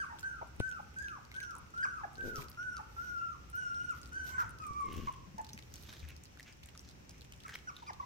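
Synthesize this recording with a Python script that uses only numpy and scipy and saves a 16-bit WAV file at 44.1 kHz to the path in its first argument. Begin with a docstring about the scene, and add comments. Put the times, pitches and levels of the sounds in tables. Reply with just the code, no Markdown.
"""Puppies crowd round plates of mush in a small room, a phone held close above them.
From the start one whines in thin, arching whistles of the vocal folds, among short yips and wet
smacks, over a low room rumble. At 0.6 s a hand knocks the phone's case. From about 2 s fur brushes
the phone and the hand slips twice, with softer knocks. Snouts start to squelch in the mush near 4 s.
The whines stop near 5 s; the eating goes on, and a cluster of yips ends the scene at 8 s."""
import sys
import numpy as np
from scipy import signal
from scipy.fft import rfft, irfft, next_fast_len
from scipy.io import wavfile
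from scipy.ndimage import uniform_filter1d, map_coordinates

SR = 44100
rng = np.random.default_rng(int(sys.argv[2]) if len(sys.argv) > 2 else 0)


def store_pcm(level_fs):
    """Save levels as 16-bit WAV."""
    pcm = np.round(np.clip(level_fs, -1, 1) * 32767).astype(np.int16)
    wavfile.write(sys.argv[1], SR, np.atleast_2d(pcm).T)


N = 355005


# start_s, length_s, climb_s, top_hz, sagged_hz, sag_exponent, drop_fraction, level_db, crescendo_db,
# overtone_db, room_db, left_lead_ms
WHINES = [ (0, 0.051, 0.013, 1590, 1052, 0.96, 0.029, -36.5, -9.5, 4, -2.5, -.28),
          (0.23, .19, 0.031, 1564, 1212, 1, 0.14, -45.5, -15.5, -5.5, -1, -0.25),
          (0.601, .192, 0.061, 1573, 1272, 1.16, 0.127, -43, -8, -3, -1.5, -0.27),
          (.962, 0.23, 0.073, 1685, 1024, 0.89, 0.34, -43, -1.5, 1.5, -1, -0.28),
          (1.339, 0.23, 0.064, 1614, 1175, 0.89, 0.4, -47, -3.5, 0.5, 3, -0.31),
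          (1.738, 0.28, 0.091, 1556, 1266, 0.72, 0.37, -43.5, -6.5, -4.5, 0.5, -0.36),
          (2.175, .229, 0.019, 1582, 1275, 1.62, 0.37, -44.5, 5, -4, -2.5, -0.24),
          (2.573, .222, 0.065, 1517, 1353, 1.09, .24, -43, -2.5, -4, -2, 0.19),
          (2.965, .39, .08, 1503, 1321, .65, 0.27, -44.5, -5, -6, -1.5, -0.31),
          (3.53, 0.41, 0.061, 1521, 1284, 0.59, 0.36, -43, -5.5, -0.5, -0.5, -0.32),
          (4.12, .272, 0.056, 1568, 1427, 0.62, 0.026, -43, -2, 2, -1, 0.4),
          (4.6, 0.29, 0.025, 1307, 1071, 0.33, 0.023, -42, 2.5, -5, -2.5, 0.4)]
def whines(slack_db_per_octave=24):
    """Each whine arches, then drops in pitch as the push gives out."""
    out = np.zeros((2, N))
    for start_s, *contour, level_db, crescendo_db, overtone_db, room_db, left_lead_ms in WHINES:
        pitch_hz, effort_db = whine_effort(start_s, *contour)
        effort_db += crescendo_db * np.linspace(-.5, .5, len(effort_db))
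        # overtones fade as the folds slacken, and swell half as much as the fundamental
        slack_db = slack_db_per_octave * np.log2(pitch_hz / pitch_hz.max())
        edge_db = overtone_db + slack_db + .5 * (effort_db.max() - effort_db)
        cry = amp(level_db + effort_db) * voice(pitch_hz, edge_db, roughness=.018)
        add(out, start_s, in_room(cry, left_lead_ms, room_db))
    return out


# centre_s, half_length_s, lift_hz, swell_db
SECOND_PUSHES = [(3.247, 0.061, 15.7, 6), (3.877, 0.09, 150, 5), (4.372, 0.068, 118, 1.5),
                 (4.798, 0.0411, 68, 5.5)]
def whine_effort(start_s, length_s, climb_s, top_hz, sagged_hz, sag_exponent, drop_fraction,
                 climb_hz_per_s=2100, glide_s=.016, drop_s=.015,
                 attack_s=.025, attack_db=5, flutter_db=2, sag_db_per_octave=13):
    """Pitch and level of one whine: it climbs, sags, may get a second push, and collapses."""
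    t = np.arange(int(length_s * SR)) / SR
    sag = np.clip((t - climb_s) / (length_s - climb_s), 0, 1) ** sag_exponent
    pitch_hz = top_hz - climb_hz_per_s * np.maximum(climb_s - t, 0) + (sagged_hz - top_hz) * sag
    level_db = flutter_db * wobble(len(t), 50) - attack_db * np.maximum(1 - t / attack_s, 0)
    for centre_s, half_length_s, lift_hz, swell_db in SECOND_PUSHES:
        push = np.exp(-((start_s + t - centre_s) / half_length_s) ** 2)
        pitch_hz += lift_hz * push
        level_db += swell_db * push
    pitch_hz = uniform_filter1d(pitch_hz, int(glide_s * SR), mode="nearest")
    pitch_hz *= 1 - drop_fraction * np.exp((t - length_s) / drop_s)
    return pitch_hz, level_db + sag_db_per_octave * np.log2(pitch_hz / top_hz)


# freq_hz, overtone_gain_db
MUZZLE_RESPONSE = [(1700, 0), (2300, -13.5), (2900, -30.5), (3500, -48), (4500, -38), (5100, -27),
                   (5800, -23.5), (7000, -34.5), (8000, -38), (9400, -32.5), (11000, -57)]
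def voice(pitch_hz, overtone_db, roughness, mouth_hz=None, mouth_db=9, flicker_db=4):
    """The vocal folds whistle; muzzle and open mouth pick out a few overtones."""
    n = len(pitch_hz)
    waver = .011 * wobble(n, 45)
    jitter = .0026 * wobble(n, 120.7)
    rasp = .19 * roughness * wobble(n, 700)
    hz = pitch_hz * (1 + waver + jitter + rasp)
    phase = 2 * np.pi * np.cumsum(hz) / SR
    wave = np.sin(phase)
    closing_phase = phase + .17 * wobble(n, 600)  # uneven closure frays the high overtones
    for k in range(2, 9):
        gain_db = along(MUZZLE_RESPONSE, k * hz) + overtone_db + flicker_db * wobble(n, 30.2)
        if mouth_hz:
            gain_db += mouth_db * np.sqrt(mouth_hz / 2000) / (1 + ((k * hz - mouth_hz) / 450) ** 2)
        wave += amp(gain_db) * np.sin(k * closing_phase)
    return unit(wave) * fade(n, edge_s=.0012)


# start_s, length_s, first_hz, last_hz, level_db, crescendo_db, overtone_db, mouth_hz, roughness
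YIPS = [ (0.096, 0.063, 948, 806, -47, 2, -15, 1750, 0.23),
        (.413, 0.021, 877, 800, -40.5, -1, -23, 2390, 0.93),
        (1.83, 0.028, 1600, 1030, -30.5, 0, 0, 4730, 0.07),
        (0.793, .014, 894, 760, -44, 11, -25, 2400, 0.54),
        (2.034, 0.022, 838, 660, -37, 0, -14.5, 1710, 0.08),
        (2.794, 0.02, 900, 776, -44, -6, -20, 2400, 0.25),
        (4.3, 0.16, 1049, 915, -48.5, 5, -9.5, 2350, 0.26),
        (4.38, 0.054, 1394, 1125, -31.5, -10, -11, 2200, 0.39),
        (5.072, 0.028, 1104, 997, -33.5, -1, -20, 3000, 0.23),
        (5.38, 0.033, 870, 878, -39, 5, -18.5, 2600, 0.31),
        (7.449, 0.023, 1343, 1000, -46, -5, -7, 2480, 0),
        (7.672, .035, 1480, 1056, -41.5, -1, 1.5, 5370, 0),
        (7.822, 0.018, 965, 830, -48, 0, -21, 3700, 0.07),
        (7.867, .044, 1196, 762, -43.5, 14.5, 5, 5000, 0.11),
        (7.998, 0.015, 1116, 1036, -36, 0, -19, 3360, 0.02),
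        (8.025, 0.018, 1000, 1010, -45, 0, -15, 4100, .05)]
def yips(slack_db=-9, hold_fraction=.44, arch_db=6):
    """A yip swells, holds its pitch, then mostly plunges, losing its edge as the folds slacken."""
    out = np.zeros((2, N))
    for (start_s, length_s, first_hz, last_hz, level_db, crescendo_db,
         overtone_db, mouth_hz, roughness) in YIPS:
        progress = np.linspace(0, 1, int(length_s * SR))
        plunge = np.maximum(progress - hold_fraction, 0) / (1 - hold_fraction)
        pitch_hz = first_hz + (last_hz - first_hz) * plunge
        grow_db = crescendo_db * (progress - .5)
        edge_db = overtone_db + slack_db * plunge - .62 * grow_db
        envelope = amp(level_db + grow_db - arch_db * (2 * progress - 1) ** 2)
        cry = envelope * voice(pitch_hz, edge_db, roughness, mouth_hz)
        add(out, start_s, in_room(cry, left_lead_ms=-.381, room_db=-8.5))
    return out


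# start_s, level_db, ring_hz
SMACKS = [(.193, -39.5, 5700), (.599, -36, 2600), (.713, -42, 2570), (.986, -39.5, 6700),
          (1.083, -38.5, 2650), (1.315, -37.5, 2160), (2.357, -34, 5600), (2.42, -38, 2430),
          (2.497, -42.5, 12100), (2.767, -37.5, 5300), (4.031, -42, 4660), (5.491, -42, 4000),
          (5.532, -33.5, 5640), (5.576, -35, 2300), (5.739, -34, 5940), (5.994, -45, 4400),
          (6.254, -42.5, 4800), (1.402, -35, 2200), (2.208, -42, 2300), (4.639, -43, 2450),
          (5.926, -41, 1600), (6.372, -44, 1500), (6.396, -40, 1900), (6.63, -44, 2400), (6.75, -47, 1300),
          (7.096, -47, 800), (7.497, -39, 1400), (7.552, -32, 2000), (7.765, -37, 3700), (6.775, -38, 5700),
          (7.093, -40, 5570), (7.322, -39, 2600)]
def mouths(small_count=190, small_db=-53, spread_db=9.5, small_hz=4800):
    """Tongues and lips smack: loud ones nearby, many small ones all round the plates."""
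    out = np.zeros((2, N))
    for start_s, level_db, ring_hz in SMACKS:
        near = amp(level_db) * smack(ring_hz)
        add(out, start_s, in_room(near, left_lead_ms=rng.uniform(-.32, .333), room_db=-11))
    starts_s = rng.uniform(0, N / SR, small_count)
    for start_s, (size, pitch) in zip(starts_s, rng.standard_normal((small_count, 2))):
        ring_hz = small_hz * np.exp(.45 * pitch)
        pair = np.array([smack(ring_hz), smack(ring_hz)])
        add(out, start_s, amp(small_db + spread_db * min(size, 1)) * pair)
    return out


def smack(ring_hz, t60_s=.0073, rise_s=.0015, snap_db=-17):
    """A wet film tears in one snap and two weaker ones that ring the mouth; peak 1."""
    t = np.arange(SR // 20) / SR
    tears_s = np.r_[0, np.sort(rng.uniform(.002, .018, 2))]
    age_s = np.maximum(t - tears_s[:, None], 0)
    sizes = np.array([[1], [.45], [.25]])
    envelope = np.sum(sizes * amp(-60 * age_s / t60_s) * np.minimum(age_s / rise_s, 1) ** 2, axis=0)
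    mouth = lambda hz: resonance(hz, ring_hz, q=5) + amp(snap_db) * resonance(hz, 3500, q=1)
    click = filtered(rng.standard_normal(len(t)) * envelope, mouth)
    return click / np.abs(click).max()


# freq_hz, gain_db
MUSH_SPECTRUM = [(400, -3), (900, -8.5), (1500, -0.5), (3000, -7), (4500, -10), (6200, -4.5), (8000, -17),
                 (11000, -32.5), (15000, -20)]
# centre_s, half_length_s, level_db, mouth_hz
SQUELCHES = [(3.848, 0.79, -75, 2860), (4.425, 0.16, -57.5, 1950), (5.005, .32, -56.5, 2950),
             (5.75, 0.088, -63, 4870), (5.932, 0.22, -59, 3630), (6.04, 0.036, -57, 2320),
             (6.097, 0.057, -52.5, 2500), (6.493, .07, -57, 2480), (6.674, 0.075, -66.5, 2000),
             (6.878, 0.081, -63.5, 4800), (7.15, 0.16, -71, 2440), (7.497, 0.12, -54, 1900),
             (7.54, .02, -49.5, 3440), (7.836, 0.19, -64.5, 3600), (8.027, 0.038, -64, 3720)]
def lapping(mouth_db=11):
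    """Tongues and snouts squelch in the mush; the mouth colours each squelch."""
    out = np.zeros((2, N))
    for centre_s, half_length_s, level_db, mouth_hz in SQUELCHES:
        grains = crackle(2 * half_length_s, rate_hz=230, spread_db=5.5)[0]
        wet = filtered(grains, lambda hz: 1 + amp(mouth_db) * resonance(hz, mouth_hz, q=4.3))
        squelch = amp(level_db) * coloured(wet, MUSH_SPECTRUM) * np.hanning(len(wet)) ** 2
        add(out, centre_s - half_length_s, in_room(squelch, left_lead_ms=0, room_db=-5))
    return out


# freq_hz, gain_db
HAIR_SPECTRUM = [(1500, 5.5), (3500, 3.5), (6000, 4.5), (10000, -8), (13000, 5), (16000, -10)]
# centre_s, half_length_s, level_db
BRUSHES = [(2.276, 0.087, -56.5), (2.397, .11, -52.5), (3.031, 0.27, -64), (3.973, 0.062, -60.5),
           (4.287, 0.089, -53), (4.409, 0.054, -54.5), (5.009, 0.25, -64), (5.85, 0.39, -62.5)]
def fur():
    """Hairs flick across the microphone ports, louder on the right."""
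    out = np.zeros((2, N))
    for centre_s, half_length_s, level_db in BRUSHES:
        hairs = coloured(crackle(2 * half_length_s, rate_hz=400, spread_db=2.5), HAIR_SPECTRUM)
        add(out, centre_s - half_length_s, amp(level_db) * hairs * np.hanning(hairs.shape[1]) ** 2)
    return out * amp([[-3], [2]])


# start_s, build_s, release_s, level_db, first_hz, last_hz
GRIP_SLIPS = [(2.175, 0.083, 0.21, -49, 480, 387), (4.829, 0.18, 0.071, -49, 320, 202)]
def grip(slip_rate_hz=115, scatter=.39, edge_db=11.5, boost_db=12):
    """Skin sticks and slips on the case at an uneven rate; each slip rings it briefly."""
    out = np.zeros((2, N))
    for start_s, build_s, release_s, level_db, first_hz, last_hz in GRIP_SLIPS:
        length_s = build_s + release_s
        n = int(length_s * SR)
        swell_db = level_db - edge_db * np.interp(np.arange(n) / SR, [0, build_s, length_s], [1, 0, 1])
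        ring_hz = np.linspace(first_hz, last_hz, n)
        gaps_s = np.exp(scatter * rng.standard_normal(n // 100)) / slip_rate_hz
        slips = np.cumsum(gaps_s * SR).astype(int)
        for i in slips[slips < n]:
            ring = thud(ring_hz[i], t60_s=3 / ring_hz[i])
            # low slips also sway the whole phone
            sway = amp(-9) * (225 / ring_hz[i]) ** 2 * thud(ring_hz=85, t60_s=.088)
            add(out, start_s + i / SR, amp(swell_db[i] + boost_db + 2 * rng.normal()) * (ring + sway))
    return filtered(out, lambda hz: amp(along([(440, 8.5), (640, -2.5), (2000, -29)], hz)))


# start_s, level_db, ring_hz, t60_s
KNOCKS = [(0.6031, -11.5, 266, 0.0046), (0.603, -26, 107, 0.04), (2.383, -37.5, 140, 0.11),
          (4.431, -47.5, 102.6, 0.5), (4.708, -27, 91, 0.014), (5.278, -46.5, 186, 0.12),
          (5.346, -43.5, 196, 0.089), (5.543, -42.5, 203, 0.044), (6.029, -41, 76.3, 0.38)]
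def handling():
    """Slips and knocks shake the case, which flexes and drives the two ports out of phase."""
    out = grip()
    for start_s, level_db, ring_hz, t60_s in KNOCKS:
        add(out, start_s, amp(level_db) * thud(ring_hz, t60_s))
    flexed = phase_split(out, lambda hz: along([(170, -1), (290, 2), (450, 0)], hz))
    return flexed * amp([[1.8], [-2.2]])


def thud(ring_hz, t60_s):
    """One damped mode of the phone, pushed once."""
    t = np.arange(SR // 4) / SR
    return -np.sin(2 * np.pi * ring_hz * t) * amp(-60 * t / t60_s)


# freq_hz, t60_s
WALL_DECAY = [(200, 1), (900, 0.71), (1500, 0.57), (5000, 0.5), (12000, 0.7)]
def in_room(x, left_lead_ms, room_db, near_db=5, near_s=.036):
    """Direct sound at two ports, plus fresh wall reflections; near surfaces lift the early part."""
    hz, t, noise = signal.stft(rng.standard_normal((2, SR // 2)), SR, nperseg=256)
    decay_db = near_db * np.exp(-t / near_s) - 60 * t / along(WALL_DECAY, hz)[:, None]
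    tail = signal.istft(noise * amp(decay_db), SR, nperseg=256)[1]
    delayed = np.pad(x, (SR // 300, 0))
    reflections = signal.fftconvolve(delayed[None], tail, axes=1)
    source = np.pad(x, (0, reflections.shape[1] - len(x)))
    direct = phase_split(source, lambda hz: 2 * np.pi * hz * left_lead_ms / 1000)
    return direct + amp(room_db) * rms(source) * unit(reflections)


# freq_hz, gain_db
RUMBLE_SPECTRUM = [(20, -16), (40, -9.5), (58, 2.5), (76, 3.5), (95, -5.5), (120, -3), (180, -8.5),
                   (270, -12), (400, -16), (600, -20), (900, -37), (1500, -62)]
# freq_hz, gain_db
HISS_SPECTRUM = [(290, -70), (500, -2.5), (640, -5), (740, 0.5), (1340, -3), (1900, -3.5), (2690, -3.5),
                 (3390, -9.5), (4800, -10.5), (5630, -5.5), (11000, -26.5), (14000, -17.5), (16000, -25)]
def background(rumble_db=-56, hiss_db=-64):
    """The room rumbles low under a faint hiss; both drift slightly in level."""
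    rumble_gain = amp(rumble_db + .8 * wobble(N, 2))
    hiss_gain = amp(hiss_db + .5 * wobble(N, 11))
    return rumble_gain * diffuse_noise(RUMBLE_SPECTRUM) + hiss_gain * diffuse_noise(HISS_SPECTRUM)


# freq_hz, left_right_correlation
ROOM_COHERENCE = [(30, 0.35), (120, 1), (300, 0.47), (600, -0.42), (1200, -0.42), (3000, -0.077)]
def diffuse_noise(spectrum):
    """Stereo noise of rms 1, nearly mono around 120 Hz."""
    def mid_side_gains(hz):
        angle = np.arccos(np.clip(along(ROOM_COHERENCE, hz), -1, 1)) / 2
        return np.array([np.cos(angle), np.sin(angle)])
    mid, side = filtered(rng.standard_normal((2, N)), mid_side_gains)
    return coloured(np.array([mid + side, mid - side]), spectrum)


def crackle(length_s, rate_hz, spread_db):
    """Stereo noise in tiny bursts of uneven size."""
    n = int(length_s * SR)
    return rng.standard_normal((2, n)) * amp(spread_db * np.clip(wobble(n, rate_hz), -2, 2))


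def resonance(hz, ring_hz, q):
    """Response of one cavity mode, 1 at its centre."""
    damping = 1j * hz * ring_hz / q
    return damping / (ring_hz ** 2 - hz ** 2 + damping)


def amp(db):
    """Decibels to gain."""
    return 10 ** (np.asarray(db) / 20)


def rms(x):
    """Root mean square."""
    return np.sqrt(np.mean(x ** 2) + 1e-20)


def unit(x):
    """x at rms 1."""
    return x / rms(x)


def along(points, hz):
    """(freq_hz, value) points read on a log axis."""
    freqs_hz, values = np.transpose(points)
    return np.interp(np.log(hz + 1), np.log(freqs_hz + 1), values)


def fade(n, edge_s):
    """A gate of n samples with soft edges."""
    i = np.arange(n)
    return np.sin(np.pi / 2 * np.clip(np.minimum(i, n - i) / (edge_s * SR), 0, 1)) ** 2


def wobble(n, rate_hz):
    """A smooth random curve, rate_hz knots a second."""
    knots = rng.standard_normal(int(n * rate_hz / SR) + 4)
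    return map_coordinates(knots, [np.arange(n) * rate_hz / SR])


def filtered(x, response):
    """x through a complex frequency response."""
    n = x.shape[-1]
    size = next_fast_len(n + 4096)
    return irfft(rfft(x, size) * response(np.fft.rfftfreq(size, 1 / SR)), size)[..., :n]


def phase_split(x, lead_rad):
    """x in stereo, left ahead of right by lead_rad(hz)."""
    return filtered(x, lambda hz: np.exp(.5j * lead_rad(hz) * np.array([[1], [-1]])))


def coloured(x, spectrum):
    """x through a (freq_hz, gain_db) spectrum, at rms 1."""
    return unit(filtered(x, lambda hz: amp(along(spectrum, hz))))


def add(track, start_s, sound):
    """Mix a sound into the track."""
    i = int(np.clip(round(start_s * SR), 0, N - 1))
    track[:, i:i + sound.shape[-1]] += sound[..., :N - i]


def scene():
    """The litter, the phone in the hand and the room."""
    return whines() + yips() + mouths() + lapping() + fur() + handling() + background()


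def record(dry, top_hz=15850):
    """The phone keeps nothing above its band limit."""
    return filtered(dry, lambda hz: hz < top_hz)


dry = scene()
out = record(dry)
store_pcm(out)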